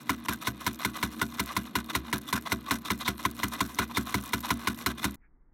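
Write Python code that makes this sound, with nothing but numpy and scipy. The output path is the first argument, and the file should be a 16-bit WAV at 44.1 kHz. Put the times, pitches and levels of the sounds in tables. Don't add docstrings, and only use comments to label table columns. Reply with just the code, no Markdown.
import sys
import numpy as np
from scipy import signal
from scipy.fft import rfft, irfft
from scipy.io import wavfile

SR = 44100
rng = np.random.default_rng(int(sys.argv[2]) if len(sys.argv) > 2 else 0)


def output_pcm(signal):
    pcm = np.clip(np.atleast_2d(signal).T, -1, 1) * 32767
    wavfile.write(sys.argv[1], SR, np.round(pcm).astype(np.int16))


N = 244259
TIME = np.arange(N) / SR
STOP_S, CUTOFF_HZ = 5.158, 16050

# t/s, ring/dB, chatter/dB, thump/dB, boom/Hz, boom/dB, downward rub/dB, rebound rub/dB
BLOWS = [(0.0935, 1, 0.5, -1.0, 237.0, 2.0, -49.0, -41.0),
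         (0.2844, -0.5, -1.0, -0.5, 232.0, -1.0, -56.0, -36.0),
         (0.471, 1, -0.5, -0.5, 208.0, 1.0, -38.0, -50.0),
         (0.6651, 1.0, 0.5, -1.0, 232.0, 0.0, -37.0, -47.0),
         (0.8482, 0.0, -0.5, -0.5, 236.0, 1.0, -40.0, -47.0),
         (1.0278, 0.0, -1.0, -0.0, 238.0, -3.0, -39.0, -44.0),
         (1.2145, 3, -1.0, -1.0, 229.0, -1.0, -38.0, -49.0),
         (1.395, 2.5, 1.0, -0.5, 230.0, -3.0, -39.0, -51.0),
         (1.5653, 1, -1.0, -1.5, 232.0, -6.0, -45.0, -43.0),
         (1.7538, 1, 0.0, -0.5, 235.0, 4.0, -58.0, -39.0),
         (1.9508, 1.5, 1.5, -1, 231.0, -5.0, -38.0, -50.0),
         (2.1278, 1.0, 0.5, -1.0, 225.0, -1.0, -58.0, -38.0),
         (2.327, 1.0, 0.5, 0, 235.0, 4.0, -54.0, -34.0), (2.519, 3.0, 0.0, 0, 239.0, -3.0, -37.0, -49.0),
         (2.7088, 3.5, 1.5, 0.0, 233.0, 2.0, -38.0, -37.0), (2.9029, 1, 0.0, 0.5, 231.0, 4.0, -37.0, -48.0),
         (3.0784, 1.5, -1.0, -0.0, 226.0, -5.0, -35.0, -48.0),
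         (3.251, 2.0, -0.5, -1.0, 240.0, -6.0, -39.0, -54.0),
         (3.432, 1.5, -0.5, 0.5, 233.0, -3.0, -42.0, -43.0),
         (3.6053, 2.0, 1, 0.5, 237.0, 1.0, -39.0, -41.0), (3.7871, 3, 0.5, 1.0, 227.0, 3.0, -43.0, -36.0),
         (3.9705, 1.5, -0.5, 1.5, 236.0, 5.0, -38.0, -45.0), (4.1423, 1, 0.5, 3, 206.0, 1.0, -45.0, -40.0),
         (4.333, 3.5, 1.0, 1, 234.0, 3.0, -50.0, -45.0), (4.5047, 2.5, 0.0, 0.5, 236.0, 3.0, -35.0, -51.0),
         (4.6723, 3.5, 0.5, -1.5, 234.0, 0.0, -45.0, -42.0),
         (4.8611, 3, 1.5, -0.5, 237.0, 2.0, -55.0, -36.0), (5.042, 2, 1.5, 1.0, 207.0, 1.0, -35.0, -44.0)]
# f/Hz, level/dB, fade/s, swell/s, phase scatter/rad
ANVIL_TONES = [(678.4, -45, 0.17, 0.0017, 0.35), (943.5, -22, 0.025, 0.0015, 0.36),
               (1040, -11, 0.023, 0.0023, .2), (1409.4, -23, 0.056, 0.0044, 2.2),
               (1503, -23.5, 0.06, 0.0062, 1.2), (1660, -54.5, 0.0067, .0005, 0.46),
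               (2031, -16.5, 0.013, 0.00029, 0.31), (2236, -31.5, 0.044, 0.00041, 0.75),
               (2345, -39, 0.062, 0.00022, 1.9), (2773, -31, .025, 0.00083, .6),
               (3363, -22.5, 0.0061, 0.00013, .4), (4230, -52.5, 0.037, .001, 1.5),
               (5176, -31, 0.017, 0.0003, .5), (5790, -44.5, 0.015, 0.00073, 0.5),
               (6060, -36.5, 0.038, 0.00041, 0.78)]
# f/Hz, level/dB, fade/s, swell/s, level when the gears shake it/dB
BENCH_TONES = [(66.2, -34, 0.33, .007, -8.5), (94, -32.5, 0.09, 0.0017, -22),
               (123.9, -32, 0.21, 0.0069, -5), (181.2, -31.5, 0.12, 0.0036, -5.5),
               (202.2, -30.5, 0.23, .006, -4), (231.7, -42, 0.18, 0.027, 6), (274, -28, 0.18, 0.0066, -0.5),
               (311, -29, 0.13, 0.0063, 0.5), (374.4, -32, 0.16, 0.007, -13),
               (422.4, -33, 0.056, 0.0014, -20)]
# f/Hz, width/Hz, level when jolted/dB, level when rubbed/dB
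FRAME_TONES = [(500, 160, -1, -4), (719, 120, 2, 2), (1000, 85, 8, 10.5), (1140, 94, 2, 10),
               (1282, 53, 11, 8.5), (1498, 140, 8, 4), (1720, 99, 7, 3), (2006, 73, 6.5, 7),
               (2170, 190, 2.5, -2), (2443, 109, 6, 3), (2873, 190, 3, -1), (3290, 216, 1.5, -1),
               (3640, 187, 6.5, 3), (4115, 366, 5.5, -1.5), (5480, 610, -1.5, -6.5), (5960, 290, 2, -2.5),
               (6880, 1000, -3.5, -11.5), (8370, 600, -1, -10), (9640, 970, -2.5, -10.5),
               (11760, 720, -7.5, -10.5), (12420, 140, -11, -1), (13450, 640, 0.5, -26),
               (14780, 490, -6, -14), (15200, 630, -5, -16.5)]
# delay/s, level/dB, fade/s
JOLTS = [(0, -24, 0.012), (.003, -23, 0.028), (.006, -34.5, 0.031), (.009, -25.5, 0.025)]
# middle t/s, half length/s, level/dB, treble offset/dB
CRANK_RUBS = [(0.014, 0.011, -48.5, -4.0), (0.257, 0.006, -40.5, -4.0), (0.424, 0.011, -39.5, -7.0),
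              (0.618, 0.015, -39.5, -9.0), (0.814, 0.019, -37.5, -9.0), (0.966, 0.026, -38.5, -8.0),
              (1.137, 0.029, -46.5, -7.0), (1.34, 0.02, -42.5, -7.0), (1.498, 0.029, -38.5, -7.0),
              (1.66, 0.021, -46.5, -9.0), (1.905, 0.012, -36.5, -9.0), (2.078, 0.028, -45.5, -11.0),
              (2.287, 0.022, -41.5, -6.0), (2.471, 0.012, -33.5, -11.0), (2.673, 0.012, -40.5, -11.0),
              (2.864, 0.012, -37.5, -5.0), (3.019, 0.015, -35.5, -9.0), (3.207, 0.011, -36.5, -8.0),
              (3.394, 0.013, -34.5, -9.0), (3.541, 0.019, -35.5, -8.0), (3.705, 0.019, -44.5, -5.0),
              (3.914, 0.008, -43.5, -10.0), (4.093, 0.026, -37.5, -9.0), (4.274, 0.043, -44.5, -7.0),
              (4.453, 0.015, -34.5, -10.0), (4.633, 0.049, -44.5, -10.0), (4.808, 0.027, -41.5, -6.0),
              (4.991, 0.011, -36.5, -9.0)]
# delay after the blow/s, half length/s, treble offset/dB, squeak f/Hz, squeak share (0 to 1)
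DOWNWARD_RUB = (.003, .021, -7, 3639.5, .1)
REBOUND_RUB = (.034, .021, -6.5, 1520, .18)
# t/s, level/dB, f/Hz
SQUEAKS = [(.333, -38, 1560), (.421, -40, 3640), (.463, -38, 3700), (.814, -42, 1090), (.977, -39, 1160),
           (1.514, -34, 1140), (1.902, -42, 3530), (2.087, -42, 1040), (2.285, -40, 3550),
           (2.377, -37, 1560), (2.47, -39, 1000), (2.682, -39, 1120), (2.865, -35, 3600),
           (3.018, -42, 3860), (3.061, -36, 3660), (3.537, -38, 1170), (3.828, -38, 1500),
           (3.908, -40, 1040), (3.961, -37, 3600), (4.452, -37, 980), (4.99, -40, 3540)]
# t/s, level/dB, f/Hz
LOUD_SNAPS = [(0.3336, -20.5, 12400), (0.7307, -32, 14800), (0.969, -26, 12500), (1.1164, -38, 12000),
              (1.4376, -30, 7460), (1.4601, -24.5, 14200), (2.1816, -25, 12300), (2.3605, -26, 12400),
              (3.312, -27, 14200), (3.483, -23, 14000), (4.0108, -31, 7400), (4.2105, -29.5, 7300),
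              (4.238, -27, 14200), (4.2597, -28, 15200), (4.2913, -27, 8300), (4.4084, -29, 14200),
              (4.4897, -24, 14400), (4.5396, -30, 9700), (4.788, -27, 12400)]
# t/s, level/dB
RATTLE_LEVELS = [(0.0, -61), (0.8, -55), (1.9, -61), (2.3, -58), (2.58, -63), (3.4, -52), (3.89, -59),
                 (4.19, -50), (4.95, -56)]
# f/Hz, # level/dB
BACKGROUND_SPECTRUM = [(20, -4), (45, -16.5), (97, -31), (288, -33), (620, -51), (823, -44.5), (2080, -54.5),
                       (2500, -73), (3200, -110)]


def anvil():
    ring_db = np.array(BLOWS)[:, 1]
    return sum((-1) ** k * struck_tone(ring_db + db, hz, t60, swell, scatter, vary_db=2.5, detune=.015)
               for k, (hz, db, t60, swell, scatter) in enumerate(ANVIL_TONES))


def bench_thump():
    thump_db = np.array(BLOWS)[:, 3]
    return sum((-1) ** k * struck_tone(thump_db + db, hz, t60, swell, hz / 600, vary_db=2, detune=.011)
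               for k, (hz, db, t60, swell, _) in enumerate(BENCH_TONES))


def bench_boom(delay_s=.017, gain_db=-31.3, scatter=1.2):
    out, t = np.zeros(N), TIME[:SR // 2]
    shape = swell_and_fade(t, swell=.00405, t60=.21)
    for (s, _, _, _, hz, db, *_), phase in zip(BLOWS, rng.standard_normal(len(BLOWS))):
        wave = np.sin(2 * np.pi * hz * t + scatter * phase)
        add(out, s + delay_s, from_db(db + gain_db) * shape * wave)
    return out


def chatter(vary_db=.5):
    energy, t = np.zeros(N), TIME[:SR // 10]
    for s, _, chatter_db, *_ in BLOWS:
        for delay, jolt_db, t60 in JOLTS:
            late, loud = rng.standard_normal(2)
            jolt = from_db(chatter_db + jolt_db + vary_db * loud) * fade(t, t60)
            add(energy, s + delay * (1 + .15 * late), jolt ** 2)
    clashes = np.sqrt(energy) * contacts(per_s=16000, spread_db=2)
    return np.sqrt(energy.mean()) * jolted_frame(clashes)


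def rubbing(squeak_q=21):
    rasp_power = np.full(N, from_db(-55) ** 2)
    sizzle_power = np.full(N, from_db(-68.5) ** 2)
    squeaks = np.zeros(N)
    slips = stick_slip(per_s=520, slip_s=.0011, depth=.81)
    friction = slips * rng.standard_normal(N)
    for s, db, half_s, treble_db, hz, share in list_rubs():
        near = slice(max(int((s - 3 * half_s) * SR), 0), int((s + 3 * half_s) * SR))
        pressure = from_db(db) * np.exp(-.5 * np.abs((TIME[near] - s) / half_s) ** 3)
        rasp_power[near] += (1 - share) * pressure ** 2
        sizzle_power[near] += (pressure * from_db(treble_db)) ** 2
        squeaks[near] += np.sqrt(share) * pressure * resonate(friction[near], [(hz, hz / squeak_q, 0)])
    low_tones = [(hz, width, db) for hz, width, _, db in FRAME_TONES if hz < 4900]
    high_tones = [(hz, width, db) for hz, width, _, db in FRAME_TONES if hz >= 4900]
    rasp = resonate(slips * contacts(per_s=11000, spread_db=.55), low_tones)
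    sizzle = resonate(slips * contacts(per_s=7800, spread_db=0), high_tones)
    sizzle += .4 * pings(per_s=2200, spread_db=.5, low_hz=5400, high_hz=15400, width_hz=140, count=18)
    sizzle = unit_level(sizzle) * stick_slip(per_s=230, slip_s=.0024, depth=.6)
    return (from_db(-1) * np.sqrt(rasp_power) * rasp
            + from_db(-2) * np.sqrt(sizzle_power) * sizzle
            + from_db(-1.5) * squeaks)


def list_rubs(pitch_scatter=.037):
    rubs = [(s, db, half_s, treble_db, 1100, .1) for s, half_s, db, treble_db in CRANK_RUBS]
    for s, *_, downward_db, rebound_db in BLOWS:
        for db, (delay, *sound) in [(downward_db, DOWNWARD_RUB), (rebound_db, REBOUND_RUB)]:
            rubs.append((s + delay, db, *sound))
    pitches = 1 + pitch_scatter * rng.standard_normal(len(rubs))
    rubs = [(*rub, hz * pitch, share) for (*rub, hz, share), pitch in zip(rubs, pitches)]
    return rubs + [(s, db, .01, -20, hz, 1) for s, db, hz in SQUEAKS]


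def stick_slip(per_s, slip_s, depth):
    slips = unit_level(pulses(per_s, spread_db=1.3, decay_s=slip_s))
    return unit_level(1 - depth + depth * 2 * np.tanh(slips / 2))


def joint_snaps(loud_gain_db=-7.5, ring_share=.8):
    out, t = np.zeros(N), TIME[:SR // 20]
    snaps = [(s, db + loud_gain_db, hz) for s, db, hz in LOUD_SNAPS]
    small_per_s = 8 * from_db(rattle_db()) ** 2
    for s in TIME[rng.random(N) < small_per_s / SR]:
        loud, pitch = rng.uniform(-1.02, 1, 2)
        snaps.append((s, -44 + 3 * loud, 10000 + 5000 * abs(pitch)))
    for s, db, hz in snaps:
        click = unit_level(filtered(rng.standard_normal(len(t)), "band", [4500, 15000], order=1))
        ring = resonate(rng.standard_normal(len(t)), [(hz, 400, 0)])
        add(out, s, from_db(db) * fade(t, t60=.014) * unit_level(click + ring_share * ring))
    return out


def gears(lead_s=.025, pull_s=.022):
    load = sum(np.exp(-((TIME - s + lead_s) / pull_s) ** 2) for s, *_ in BLOWS)
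    tones = [(hz, np.log(1000) / (np.pi * t60), db) for hz, _, t60, _, db in BENCH_TONES]
    return from_db(-47 + 2.5 * load) * resonate(rng.standard_normal(N), tones)


def jingle():
    flurry = pulses(per_s=90, spread_db=4, decay_s=.00099)
    parts = flurry * pings(per_s=2000, spread_db=3, low_hz=5200, high_hz=15300, width_hz=270, count=14)
    frame = jolted_frame(flurry * rng.standard_normal(N))
    spring = resonate(flurry * rng.standard_normal(N), [(12400, 110, 0)])
    pins = pings(per_s=70, spread_db=5, low_hz=9300, high_hz=14000, width_hz=110, count=12)
    loudness = from_db(-56.5 + .4 * rattle_db())
    return loudness * (.49 * unit_level(parts) + .6 * frame + .38 * spring + .39 * pins)


def rattle_db():
    db = np.interp(TIME, *np.transpose(RATTLE_LEVELS))
    return db - db.mean()


def background(rustle_s=5.245):
    hz, db = np.transpose(BACKGROUND_SPECTRUM)
    colour = from_db(np.interp(np.log(np.fft.rfftfreq(N, 1 / SR) + 1), np.log(hz), db))
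    air = irfft(rfft(rng.standard_normal(N)) * colour, N)
    air = filtered(air, "high", 18, order=2)
    rustle = filtered(rng.standard_normal(N), "band", [1300, 2350], order=6)
    rustle_shape = np.exp(-((TIME - rustle_s) / .026) ** 2)
    return from_db(-58.5) * unit_level(air) + from_db(-67.5) * unit_level(rustle) * rustle_shape


def struck_tone(levels_db, hz, t60, swell, scatter, vary_db, detune):
    out, t = np.zeros(N), TIME[:int(t60 * SR)]
    shape = swell_and_fade(t, swell, t60)
    for (s, *_), db in zip(BLOWS, levels_db):
        loud, pitch, phase = rng.standard_normal(3)
        wave = np.sin(2 * np.pi * hz * (1 + detune * pitch) * t + scatter * phase)
        add(out, s, from_db(db + vary_db * loud) * shape * wave)
    return out


def jolted_frame(knocks):
    return resonate(knocks, [(hz, width, db) for hz, width, db, _ in FRAME_TONES])


def pings(per_s, spread_db, low_hz, high_hz, width_hz, count):
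    hits = contacts(per_s, spread_db)
    part_hit = rng.integers(0, count, N)
    pitches = np.geomspace(low_hz, high_hz, count) * (1 + .017 * rng.standard_normal(count))
    return unit_level(sum(resonate(hits * (part_hit == k) + 1e-18, [(hz, width_hz, 0)])
                          for k, hz in enumerate(pitches)))


def contacts(per_s, spread_db):
    sizes = from_db(spread_db * np.minimum(rng.exponential(1, N), 4)) * rng.choice([-1, 1], N)
    return sizes * (rng.random(N) < per_s / SR) + 1e-18


def pulses(per_s, spread_db, decay_s):
    return signal.lfilter([1], [1, -np.exp(-1 / (decay_s * SR))], np.abs(contacts(per_s, spread_db)))


def resonate(x, tones):
    out = 0
    for k, (hz, width, db) in enumerate(tones):
        r = np.exp(-np.pi * width / SR)
        poles = [1, -2 * r * np.cos(2 * np.pi * hz / SR), r * r]
        out = out + (-1) ** k * from_db(db) * (1 - r * r) / 2 * signal.lfilter([1, 0, -1], poles, x)
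    return unit_level(out)


def filtered(x, kind, hz, order):
    return signal.sosfilt(signal.butter(order, hz, kind, fs=SR, output="sos"), x)


def swell_and_fade(t, swell, t60):
    return fade(t, t60) * (1 - np.exp(-t / swell)) ** 2


def fade(t, t60):
    return np.exp(-np.log(1000) * t / t60)


def from_db(db):
    return 10 ** (np.asarray(db) / 20)


def unit_level(x):
    return x / np.sqrt(np.mean(x ** 2) + 1e-20)


def add(track, s, sound):
    start = max(round(s * SR), 0)
    track[start:start + len(sound)] += sound[:N - start]


def scene():
    machine = anvil() + bench_thump() + bench_boom() + chatter()
    machine += rubbing() + jingle() + gears() + joint_snaps()
    machine = filtered(machine, "high", 45, order=3)
    running = np.clip((STOP_S - TIME) / .002, 0, 1)
    return (machine * running + background() * (1 - running))[None]


def record(dry, ceiling=.29):
    rounded = ceiling * np.tanh(dry / ceiling)
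    return signal.sosfilt(signal.ellip(10, .1, 80, CUTOFF_HZ, fs=SR, output="sos"), rounded)


dry = scene()
out = record(dry)
output_pcm(out)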